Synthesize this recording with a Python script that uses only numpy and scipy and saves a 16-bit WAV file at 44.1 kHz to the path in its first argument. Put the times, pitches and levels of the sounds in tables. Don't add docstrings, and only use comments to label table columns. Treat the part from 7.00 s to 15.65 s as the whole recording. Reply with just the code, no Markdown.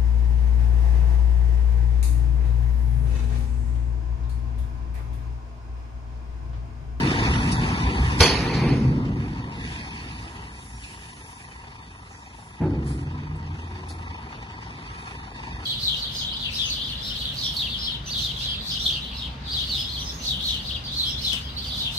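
import sys
import numpy as np
from scipy import signal
from scipy.fft import rfft, irfft, dct, next_fast_len
from scipy.io import wavfile
from scipy.ndimage import uniform_filter1d, map_coordinates

SR = 44100
rng = np.random.default_rng(int(sys.argv[2]) if len(sys.argv) > 2 else 0)


def dump(signal):
    limited = np.clip(np.atleast_2d(signal).T, -1, 1)
    pcm = np.round(limited * 32767).astype(np.int16)
    wavfile.write(sys.argv[1], SR, pcm)


def to_linear_factor(level_db):
    exponent = np.asarray(level_db, float) / 20
    return 10 ** exponent


N = 381465
T = np.arange(N) / SR
FFT_SIZE = next_fast_len(N + SR // 4)
HZ = np.fft.rfftfreq(FFT_SIZE, 1 / SR)

FIRING_HZ = 25.3
SLAM_S, RATTLE_ENDS_S, DROP_S = 1.201, 1.7, 5.603
FINES_RE_FLOW_DB = -12
PLATE_DB, PLATE_DB_PER_DB = -16, 0.61
RIB_DB, RIB_DB_PER_DB = -12.5, 0.94
CHATTER_T60_S = 0.05

# frequency in Hz, density in dB.
CLATTER_HZ_DB = [(240, -16), (400, 0), (578, -10.5), (692, -5), (754, -4), (829, -2), (932, -4), (1120, -5),
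                 (1230, -5), (1450, -7.5), (1900, -14.5), (2120, -17), (2600, -35), (3380, -42),
                 (5720, -120)]
SAND_HZ_DB = [(1000, -31), (1700, 2), (1990, -5), (2130, -4), (2460, -1), (2640, -2.5), (3070, -3),
              (3580, -4.5), (4030, -4.5), (4390, -2), (5140, -7.5), (6180, -10.5), (8200, -21),
              (10700, -33), (18000, -120)]
HISS_HZ_DB = [(3240, -25.5), (5500, -4.5), (7090, -5), (7490, -4), (8230, -12.5), (9240, -4), (10200, -1.5),
              (10700, -3), (11400, -10), (14800, -41), (22000, -120)]
PLATE_HZ_DB = [(15, -39), (25, -20), (54, 4), (86, -3.5), (108, -1.5), (130, -6.5), (170, -19), (290, -120)]
PANEL_HZ_DB = [(53, -28), (90, -11.5), (129, 0.5), (172, -2.5), (237, -3.5), (300, -7), (390, -40),
               (660, -120)]
RIBS_HZ_DB = [(160, -34), (270, 0.5), (387, -4.5), (432, -8.5), (470, -7.5), (616, -15.5), (700, -13.5),
              (910, -52), (1540, -120)]
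CLANG_HZ_DB = [(180, -36.5), (300, -3), (467, 0.5), (586, -11), (832, -5), (1630, -14), (1840, -9),
               (2490, -8), (3700, -18.5), (4440, -12.5), (4860, -15.5), (6600, -24), (8040, -47.5),
               (9220, -28.5), (11400, -32), (14800, -67), (22000, -120)]
THUD_HZ_DB = [(350, -41), (600, -10.5), (780, -8.5), (848, -2.5), (1050, -19), (1520, -19), (2500, -30),
              (3250, -44), (5500, -120)]

# frequency in Hz, width in Hz, level in dB.
BLOCK_MODES = [(775, 30, 3), (925, 22, 8), (922, 7, 12), (1003, 25, 5), (1950, 40, 4), (3670, 80, 2)]
BODY_MODES = [(60.7, 14, 4), (84, 32, 8), (118, 23, 4.5), (162, 14.5, 6), (200, 19, 4), (239.4, 11.8, 6),
              (280.7, 20, 1), (325, 20, 3), (369, 34, 3), (472, 9.1, 4.5)]
# frequency in Hz, level in dB, T60 in seconds.
BAR_MODES = [(1450, -4.5, 0.34), (1803, -12, 0.44), (2380, -14, .2), (2550, -9, 0.44), (3310, -6.5, .2),
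             (4020, -28, 0.14), (4420, -16, 0.43), (4290, -8, .4), (4450, -12, 0.49), (4350, -17, 0.35),
             (6100, -7, 0.09), (6430, -16, 0.23), (7260, -16, 0.15), (7600, -15.5, 0.11)]
# frequency in Hz, width in Hz, share removed.
GROUND_DIPS = [(1500, 92, 0.34), (4030, 170, 0.27), (5000, 330, 0.24), (7100, 280, 0.64)]
# frequency in Hz, left lead in radians, left over right in dB, direct share.
LEFT_PORTS = [(60, 0, 0, .998), (200, .05, 0, .98), (400, .3, 0, .9), (600, 1.55, 2, .6),
              (800, .95, 7, .68), (1100, 2.2, 3, .74), (1500, 2.2, .5, .35), (2000, 2.8, -4, .72),
              (2600, 3.1, -1.5, .88), (3200, 4.4, 0, .1), (3700, 5.8, 0, .5), (4200, 6.3, 0, .85),
              (5000, 9.2, 0, .4), (6500, 12.6, 0, .35), (8500, 15.5, 1, .45), (9500, 19, 0, .42),
              (10800, 18.6, 0, .45)]
AHEAD_PORTS = [(60, 0, 0, .996), (200, 0, 0, .987), (400, .1, 0, .95), (600, 0, 0, .85), (800, 0, 0, .95),
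               (2000, 0, -1, .92), (2600, .5, -5, .72), (3700, 1.5, -2, .2), (4300, .5, -5, .55),
               (5000, 3.3, -1.5, .34), (6500, 6.1, 0, .75), (8500, 9.3, -1.5, .7), (9500, 12.6, 0, .72)]

# time in seconds, depth 0 to 1.
KNOCK_DEPTH = [
    (0, .12),
    (3.3, .18),
    (4.3, .37),
    (8.65, .4),
]
# time in seconds, clatter level in dB.
ENGINE_S_DB = [(0, -36.5), (.13, -35), (.8, -37.5), (1.16, -40), (1.95, -47), (2.5, -49), (3.44, -49.5),
               (3.69, -56.5), (4.4, -54), (5.5, -55), (5.9, -50.5), (6.3, -52.5), (6.5, -50.5), (8.45, -49),
               (8.65, -47.5)]
# time in seconds, flow level in dB.
FLOW_S_DB = [(0, -41.5), (.13, -38.5), (.5, -42.5), (1.16, -45), (1.95, -57.5), (2.5, -57), (2.68, -49),
             (3.44, -55.5), (3.76, -60.5), (3.82, -56), (4.36, -60), (4.55, -60), (5.3, -61.5),
             (6.25, -60.5), (6.8, -57.5), (7.15, -56.5), (8.65, -53.5)]
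# start in seconds, end in seconds, level in dB.
AIR_LEAKS = [
    (2.491, 3.694, -65),
    (3.497, 4.54, -57),
    (4.39, 5.797, -71),
    (5.83, 6.057, -64),
]
# start in seconds, level in dB, rise in seconds, T60 in seconds.
COARSE_SLIDES = [
    (2.58, -54, 0.11, 1.1),
    (2.9, -46, .03, 0.53),
    (3.83, -48, .01, .35),
]
FINE_SLIDES = [
    (2.68, -54, .02, 0.65),
    (3.08, -48.5, .03, 0.87),
    (7.3, -62, .2, 3.3),
    (8.0, -60, .2, 3),
]
# start
# in seconds, level in dB, rise in seconds, T60 in seconds, centre in Hz, width in Hz.
PUFFS = [(.512, -39, .004, 0.2, 9100, 5000), (.515, -32, .004, 0.16, 4600, 2500),
         (3.83, -47, .006, 0.32, 3800, 3500), (3.83, -48, .006, 0.14, 3700, 600),
         (3.605, -50, .006, 0.16, 3700, 500), (5.09, -53, .047, .9, 6230, 2500),
         (5.853, -45, .025, 0.37, 4400, 2000), (5.86, -45.5, .024, .45, 9200, 2500),
         (5.86, -50, .02, .3, 7000, 1500), (6.35, -54, .01, 0.13, 9000, 5000),
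         (6.882, -42, 0.011, 0.22, 10000, 3000), (6.882, -37.5, .012, 0.18, 4260, 2400),
         (6.885, -46, .012, .16, 6900, 1500), (1.53, -31.5, .01, 0.33, 4300, 1000),
         (7.101, -47, .001, 0.043, 3500, 1500), (7.325, -34.5, .001, .05, 1000, 700),
         (1.176, -31.5, 0.018, .3, 4500, 6000)]
# start in seconds, end in seconds, first pitch in Hz, last in Hz, level in dB.
SQUEAKS = [
    (3.74, 3.8, 5640, 5620, -53),
    (3.8, 3.87, 5640, 5560, -64),
    (4.28, 4.4, 3060, 3070, -65),
    (4.47, 4.62, 3040, 3050, -66),
]
# start in seconds, end in seconds, first pitch in Hz, last in Hz, level in dB.
FAR_SQUEAKS = [
    (7.87, 8.11, 1235, 1400, -45),
    (7.88, 7.95, 1200, 1170, -51),
]
# start in seconds, end in seconds, first slips per second, last, level in dB.
CREAKS = [
    (5.091, 5.145, 105, 115, -39),
    (5.145, 5.32, 125, 55, -40),
    (6.466, 6.48, 30, 30, -43),
    (6.533, 6.67, 55, 40, -41),
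]
# time in seconds, side panel level in dB.
SHAKE_S_DB = [(0, -23.5), (.19, -26.5), (.55, -24), (.86, -29), (1.17, -27), (1.34, -25.5), (1.46, -27.5),
              (1.72, -22), (1.93, -22), (2.06, -25), (2.26, -28.5), (2.32, -32), (2.9, -39.5), (3.3, -43),
              (3.7, -49.5), (4.6, -52), (8.0, -54), (8.65, -45.5)]
# time in seconds, level in dB.
LURCHES = [(.15, -19.5), (.27, -19), (.52, -20), (.83, -24), (.97, -16.5), (1.27, -42), (1.66, -30),
           (2.19, -33), (3.2, -56), (6.33, -44), (8.5, -40)]
# time in seconds, level in dB.
SURGES = [
    (.02, -23),
    (.2, -27.5),
    (.83, -32),
    (1.31, -27.5),
    (1.62, -19),
    (2.0, -38.5),
    (6.73, -50),
]
# boom in dB, its T60 in seconds, after-ring in dB, its T60 in seconds.
DROP_BOOMS = [
    (-30, 1.25, -39.5, 15),
    (-23, 0.9, -41, 11.8),
    (-24.5, 0.92, -49, 15.3),
]
# start in seconds, end in seconds, first pitch in Hz, last in Hz, level in dB.
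PANEL_HUMS = [(5.95, 7.2, 87, 84, -35), (5.72, 6.6, 150, 152, -34), (5.72, 6.05, 68, 66, -30),
              (5.56, 5.8, 860, 860, -46), (5.65, 6.1, 385, 390, -45), (5.68, 5.95, 440, 480, -53),
              (5.7, 6.3, 325, 322, -46), (5.595, 5.78, 85, 100, -27), (5.595, 5.74, 158, 155, -29),
              (5.74, 6.15, 135, 130, -33), (5.595, 5.74, 355, 365, -34), (5.6, 5.85, 285, 282, -37),
              (5.85, 6.35, 288, 280, -46), (6.1, 6.35, 255, 248, -45), (6.68, 6.95, 370, 378, -51),
              (5.7, 6.0, 225, 232, -42), (1.52, 2.03, 128, 138, -26), (1.76, 2.04, 238, 235, -30),
              (2.05, 2.35, 110, 150, -33), (3.12, 3.32, 58, 68, -38), (3.4, 3.6, 60, 64, -41),
              (3.68, 3.88, 60, 56, -42)]
# time in seconds, peak in dB, pitch in Hz.
CHATTER_HITS = [(1.2065, -18, 5840), (1.2065, -15, 2396), (1.2304, -7, 4490), (1.232, -21, 5800),
                (1.258, -13.5, 2495), (1.247, -22, 4560), (1.265, -23, 4520), (1.278, -20.5, 4500),
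                (1.291, -23, 4300), (1.2996, -17.5, 4220), (1.3086, -19, 4400), (1.319, -22.5, 4400),
                (1.327, -23, 4520), (1.224, -16, 2400), (1.345, -27, 3020), (1.372, -28.5, 2600),
                (1.355, -22, 4360), (1.385, -32, 4330), (1.4757, -33, 4090), (1.5106, -31, 4210),
                (1.538, -30, 4320), (1.566, -31, 4210), (6.892, -47, 4290), (6.9, -38, 4290),
                (6.915, -53, 4500), (.5203, -29.5, 8900)]
# time in seconds, peak in dB.
CONTACTS = [
    (1.205, -17.5),
    (1.228, -20),
    (1.257, -24.5),
    (1.301, -38),
    (1.538, -39),
]
# time in seconds, level in dB.
CRACKS = [
    (1.206, -4.5),
    (1.226, -14.5),
    (1.257, -25),
]
# time in seconds, frequency in Hz, peak in dB, T60 in seconds.
AIR_PUSHES = [
    (1.2068, 90, .3, .065),
    (1.205, 68, -14, .2),
    (5.615, 95, -20, .15),
]
# crash in dB, its T60 in seconds, rattle in dB, later loss in dB per second.
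SLAM_TAILS = [
    (-16.5, 0.45, -30.5, 86.5),
    (-16, 0.42, -43.5, 62),
]
# frequency in Hz, step against surrounding loudness in dB.
GRAIN_HZ_DB = [(100, -30), (500, -26), (1000, -16), (1500, -12.5), (2000, -11), (2400, -8.5), (3000, -8.5),
               (3500, -11), (4050, -9), (4500, -11), (5050, -7.5), (5600, -9.5), (7100, -6), (8200, -3.5),
               (9500, -8), (10800, -7), (11500, 3)]


def unit(x):
    return x / np.sqrt(np.mean(np.mean(np.atleast_2d(x), axis=0) ** 2) + 1e-20)


def along(points):
    f, *cols = np.transpose(points)
    return [np.interp(np.log(HZ + 1), np.log(f + 1), c) for c in cols]


def curve(rows):
    s, values = np.transpose(rows)
    return np.interp(T, s, values)


def wobble(rate_hz):
    knots = rng.standard_normal(int(N * rate_hz / SR) + 4)
    return map_coordinates(knots, [T * rate_hz])


def colour(points):
    return to_linear_factor(along(points)[0])


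def peak(hz, width_hz):
    return 1j * HZ * width_hz / (hz * hz - HZ * HZ + 1j * HZ * width_hz)


def resonant(modes):
    return 1 + np.sqrt(sum(abs(to_linear_factor(db) * peak(hz, width)) ** 2 for hz, width, db in modes))


def grounded():
    dips = [1 - np.clip(share, 0, .9) * abs(peak(hz, width)) ** 2 for hz, width, share in GROUND_DIPS]
    return np.prod(dips, axis=0)


def fade(s, rise_s, t60_s):
    start = int(np.ceil(s * SR))
    u = T[start:start + int(2 * t60_s * SR)] - s
    envelope = (1 - np.exp(-u / rise_s)) * to_linear_factor(-60 * u / t60_s)
    return np.pad(envelope, (start, N - start - len(u)))


def rush(gain, place, patchy_db):
    z = signal.stft(rng.standard_normal((3, N)), nperseg=512)[2]
    field = uniform_filter1d(rng.standard_normal(z.shape[1:]), size=5, axis=0)
    field = uniform_filter1d(field, size=10, axis=1)
    patchy = signal.istft(z * to_linear_factor(patchy_db * field / field.std()), nperseg=512)[1]
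    noise = rfft(patchy[:, :N], FFT_SIZE)
    lead_rad, shade_db, share = along(place)
    share = np.clip(share, 0, 1)
    left = to_linear_factor(shade_db / 2) * np.exp(.5j * lead_rad)
    right = to_linear_factor(-shade_db / 2) * np.exp(-.5j * lead_rad)
    port = np.array([left, right])
    direct_power = share * abs(port.sum(axis=0)) ** 2
    scattered_power = (1 - share) * (abs(port) ** 2).sum(axis=0)
    pair = port * (np.sqrt(share) * noise[0] + np.sqrt(1 - share) * noise[1:])
    shaped = pair * gain / np.sqrt(direct_power + scattered_power)
    return unit(irfft(shaped, FFT_SIZE)[:, :N])


def tones(rows, edge_s, shaky, swell_db):
    out = np.zeros(N)
    for a, b, hz, end_hz, db in rows:
        level = to_linear_factor(db + 3.0 + swell_db * wobble(23))
        window = np.interp(T, [a, a + edge_s, b - edge_s, b], [0, 1, .6, 0])
        pitch_hz = np.interp(T, [a, b], [hz, end_hz]) * (1 + shaky * wobble(40))
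        out += level * window * np.sin(2 * np.pi * np.cumsum(pitch_hz) / SR)
    return out


def air_and_fines(sand_db):
    leaks = sum(to_linear_factor(db) * np.interp(T, [a, a + 0.13 * (b - a), b - 0.19 * (b - a), b], [0, 1, 1, 0])
                for a, b, db in AIR_LEAKS)
    return to_linear_factor(sand_db + FINES_RE_FLOW_DB + 2.8 * wobble(7)) + leaks


def engine_and_sand():
    sand_db = curve(FLOW_S_DB)
    turn = np.cumsum(FIRING_HZ * (1 + 0.015 * wobble(1.49))) / SR
    cylinder_db = np.array([0.41, -0.92, 0.042, -0.1, 0.96])[turn.astype(int) % 5]
    burst = to_linear_factor(cylinder_db + 0.63 * wobble(25)) * np.exp(np.cos(2 * np.pi * turn))
    depth = np.clip(curve(KNOCK_DEPTH), 0, 1)
    gate = 1 - depth + depth * burst / burst.mean()
    path = resonant(BLOCK_MODES) * grounded()
    knocking = gate * rush(colour(CLATTER_HZ_DB) * path, LEFT_PORTS, patchy_db=1.5)
    clatter = to_linear_factor(curve(ENGINE_S_DB) + 3.5) * unit(knocking)
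    grit = to_linear_factor(1.2 * wobble(250))
    grains = gate ** 0.35 * grit * rush(colour(SAND_HZ_DB) * path, LEFT_PORTS, patchy_db=1.7)
    sand = to_linear_factor(sand_db + 4.5 + 0.58 * wobble(9) + 1.04 * wobble(30)) * unit(grains)
    hiss = to_linear_factor(1.5) * air_and_fines(sand_db) * rush(colour(HISS_HZ_DB), LEFT_PORTS, patchy_db=.7)
    return clatter + sand + hiss


def slides():
    out = np.zeros((2, N))
    for rows, hz, width_hz in [(COARSE_SLIDES, 2600, 700), (FINE_SLIDES, 4100, 1600)]:
        level = sum(to_linear_factor(db) * fade(s, rise, t60) for s, db, rise, t60 in rows)
        out += level * rush(peak(hz, width_hz) ** 2, LEFT_PORTS, patchy_db=1.0)
    return out


def hinge_slips():
    uneven = 1 + .12 * wobble(60)
    slips = np.zeros(N)
    for a, b, first_hz, last_hz, db in CREAKS:
        count = np.cumsum(np.interp(T, [a, b], [first_hz, last_hz], 0, 0) * uneven) / SR
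        slips += to_linear_factor(db + 13) * np.diff(np.ceil(count), prepend=0)
    return slips * to_linear_factor(2.2 * rng.standard_normal(N))


def valves_and_hinge():
    puffs = sum(to_linear_factor(db) * fade(s, rise, t60) * rush(peak(hz, width) ** 2, LEFT_PORTS, patchy_db=2.0)
                for s, db, rise, t60, hz, width in PUFFS)
    hinge_gain = peak(6300, 3000) ** 4 + .5 * peak(6800, 270)
    ticks = irfft(rfft(hinge_slips(), FFT_SIZE) * hinge_gain, FFT_SIZE)[:N]
    squeaks = tones(SQUEAKS, .02, .005, 3.5)
    far = tones(FAR_SQUEAKS, .02, .004, 3.1) * [[1], [-.85]]
    return puffs + ticks * to_linear_factor([[-1.5], [1.5]]) + squeaks + far


def chatter():
    out = np.zeros((2, N))
    chance = rng.standard_normal((len(CHATTER_HITS), 3))
    for (s, db, hz), (beat, left, right) in zip(CHATTER_HITS, chance):
        near = slice(int(s * SR), int(s * SR) + SR // 8)
        turn = 2 * np.pi * hz * (T[near] - s) + 0.44 * np.array([[left], [right]])
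        ring = np.sin(turn) + .5 * np.sin(turn * (1.03 + 0.0091 * beat))
        out[:, near] += to_linear_factor(db) * to_linear_factor([[-2], [2]]) * fade(s, 0.0015, CHATTER_T60_S)[near] * ring
    return out


def shaking():
    shake_db = curve(SHAKE_S_DB)
    lurch = sum(to_linear_factor(db) * fade(s, 0.031, 0.55) for s, db in LURCHES)
    surge = sum(to_linear_factor(db - 1.0) * fade(s, 0.06, 0.69) for s, db in SURGES)
    plate = to_linear_factor(PLATE_DB + PLATE_DB_PER_DB * shake_db) + lurch
    ribs = to_linear_factor(RIB_DB + RIB_DB_PER_DB * shake_db) + surge
    boom = [to_linear_factor(db) * fade(DROP_S, rise, t60) + to_linear_factor(ring_db) * fade(DROP_S, rise, long_t60)
            for (db, t60, ring_db, long_t60), rise in zip(DROP_BOOMS, [.03, .008, .015])]
    return [a + b for a, b in zip([plate, to_linear_factor(shake_db), ribs], boom)]


def body():
    plate, panel, ribs = shaking()
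    modes = resonant(BODY_MODES)
    plate = plate * to_linear_factor(1.0 * wobble(9.9)) * rush(colour(PLATE_HZ_DB) * modes, AHEAD_PORTS, patchy_db=-0.3)
    panel = panel * to_linear_factor(0.45 * wobble(14)) * rush(colour(PANEL_HZ_DB) * modes, AHEAD_PORTS, patchy_db=-0.56)
    ribs = ribs * to_linear_factor(0.49 * wobble(14)) * rush(colour(RIBS_HZ_DB) * modes, AHEAD_PORTS, patchy_db=1.36)
    thud = to_linear_factor(-32.5) * fade(DROP_S, 0.0079, 0.53) * rush(colour(THUD_HZ_DB), AHEAD_PORTS, patchy_db=2.5)
    return plate + panel + ribs + thud + tones(PANEL_HUMS, .05, .012, 2.2)


def slam_tail(rise_s, db, t60_s, rattle_db, sink_db_per_s):
    sunk_db = sink_db_per_s * np.clip(T - RATTLE_ENDS_S, 0, None)
    rattle = to_linear_factor(rattle_db - sunk_db) * fade(SLAM_S, rise_s, 32)
    return to_linear_factor(db) * fade(SLAM_S, rise_s, t60_s) + rattle


def bar_ring():
    out = np.zeros((2, N))
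    near = slice(int(SLAM_S * SR), int(SLAM_S * SR) + SR)
    for s, db in CONTACTS:
        chance = rng.standard_normal((len(BAR_MODES), 3))
        for (hz, level_db, t60), (size, left, right) in zip(BAR_MODES, chance):
            phase = 0.98 * np.array([[left], [right]])
            ring = np.sin(2 * np.pi * hz * (1 + .006 * size) * (T[near] - s) + phase)
            envelope = fade(s, 0.00051, min(t60, .3))[near]
            out[:, near] += to_linear_factor(db + level_db + 3.7 * size) * envelope * ring
    return out


def slam():
    clang = colour(CLANG_HZ_DB)
    high = 1 / (1 + (3000 / (HZ + 1)) ** 8)
    low_part = slam_tail(0.0029, *SLAM_TAILS[0]) * rush(clang * (1 - high), AHEAD_PORTS, patchy_db=0.0)
    high_part = slam_tail(0.0075, *SLAM_TAILS[1]) * rush(clang * high, AHEAD_PORTS, patchy_db=3.0)
    crack_level = sum(to_linear_factor(db) * fade(s, 0.00093, 0.019) for s, db in CRACKS)
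    cracks = crack_level * rush(clang * (HZ / 3000), AHEAD_PORTS, patchy_db=-2.5)
    push = sum(to_linear_factor(db) * fade(s, 0.0037, t60) * -np.sin(2 * np.pi * hz * (T - s))
               for s, hz, db, t60 in AIR_PUSHES)
    return low_part + high_part + bar_ring() + cracks + push


def scene():
    return engine_and_sand() + slides() + valves_and_hinge() + chatter() + body() + slam()


def masked(x):
    hop, start = 1024, 930
    pair = np.pad([x[0] + x[1], x[0] - x[1]], ((0, 0), (2 * hop - start, 2 * hop)))
    count = pair.shape[1] // hop - 1
    k = np.arange(hop) + .5
    window = signal.windows.kaiser_bessel_derived(2 * hop, 4 * np.pi)
    index = np.arange(count)[:, None] * hop + np.arange(2 * hop)
    a, b, c, d = np.split(pair[:, index] * window, 4, axis=2)
    z = dct(np.dstack([-c[..., ::-1] - d, a - b[..., ::-1]]), type=4, norm="ortho")
    around = np.sqrt(abs(uniform_filter1d((z ** 2).sum(axis=0), size=49, axis=1)))
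    uneven = uniform_filter1d(rng.standard_normal((2, count, hop // 16)), size=3, axis=1)
    shortage = np.tanh(2 * uniform_filter1d(rng.standard_normal((count, 1)), size=2, axis=0))
    hz, db = np.transpose(GRAIN_HZ_DB)
    step_db = np.interp(np.log(k * SR / 2 / hop), np.log(hz), db) + 4.5 * shortage
    step = 1e-9 + around * to_linear_factor(step_db)
    band = np.sqrt(np.repeat((z ** 2).reshape(2, count, -1, 8).mean(axis=3), 8, axis=2))
    z = z * (band > step * to_linear_factor(7.2 * np.repeat(uneven, 16, axis=2) - 1 - 2 * shortage))
    rounded = np.sign(z) * np.floor(abs(z) / step + .4) * step
    u, v = np.split(dct(rounded, type=4, norm="ortho"), 2, axis=2)
    y = np.dstack([v, -v[..., ::-1], -u[..., ::-1], -u]) * window
    first = np.pad(y[..., :hop], ((0, 0), (0, 1), (0, 0)))
    second = np.pad(y[..., hop:], ((0, 0), (1, 0), (0, 0)))
    mid, side = (first + second).reshape(2, -1)[:, 2 * hop - start:][:, :N]
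    return np.array([mid + side, mid - side]) / 2


def band_limit(x):
    return signal.sosfilt(signal.butter(12, 11700, fs=SR, output="sos"), x)


def record(dry):
    limited = dry / (1 + abs(dry / 1.05) ** 6) ** (1 / 6)
    mix = masked(limited)
    return band_limit(mix)


dry = scene()
out = record(dry)
dump(out)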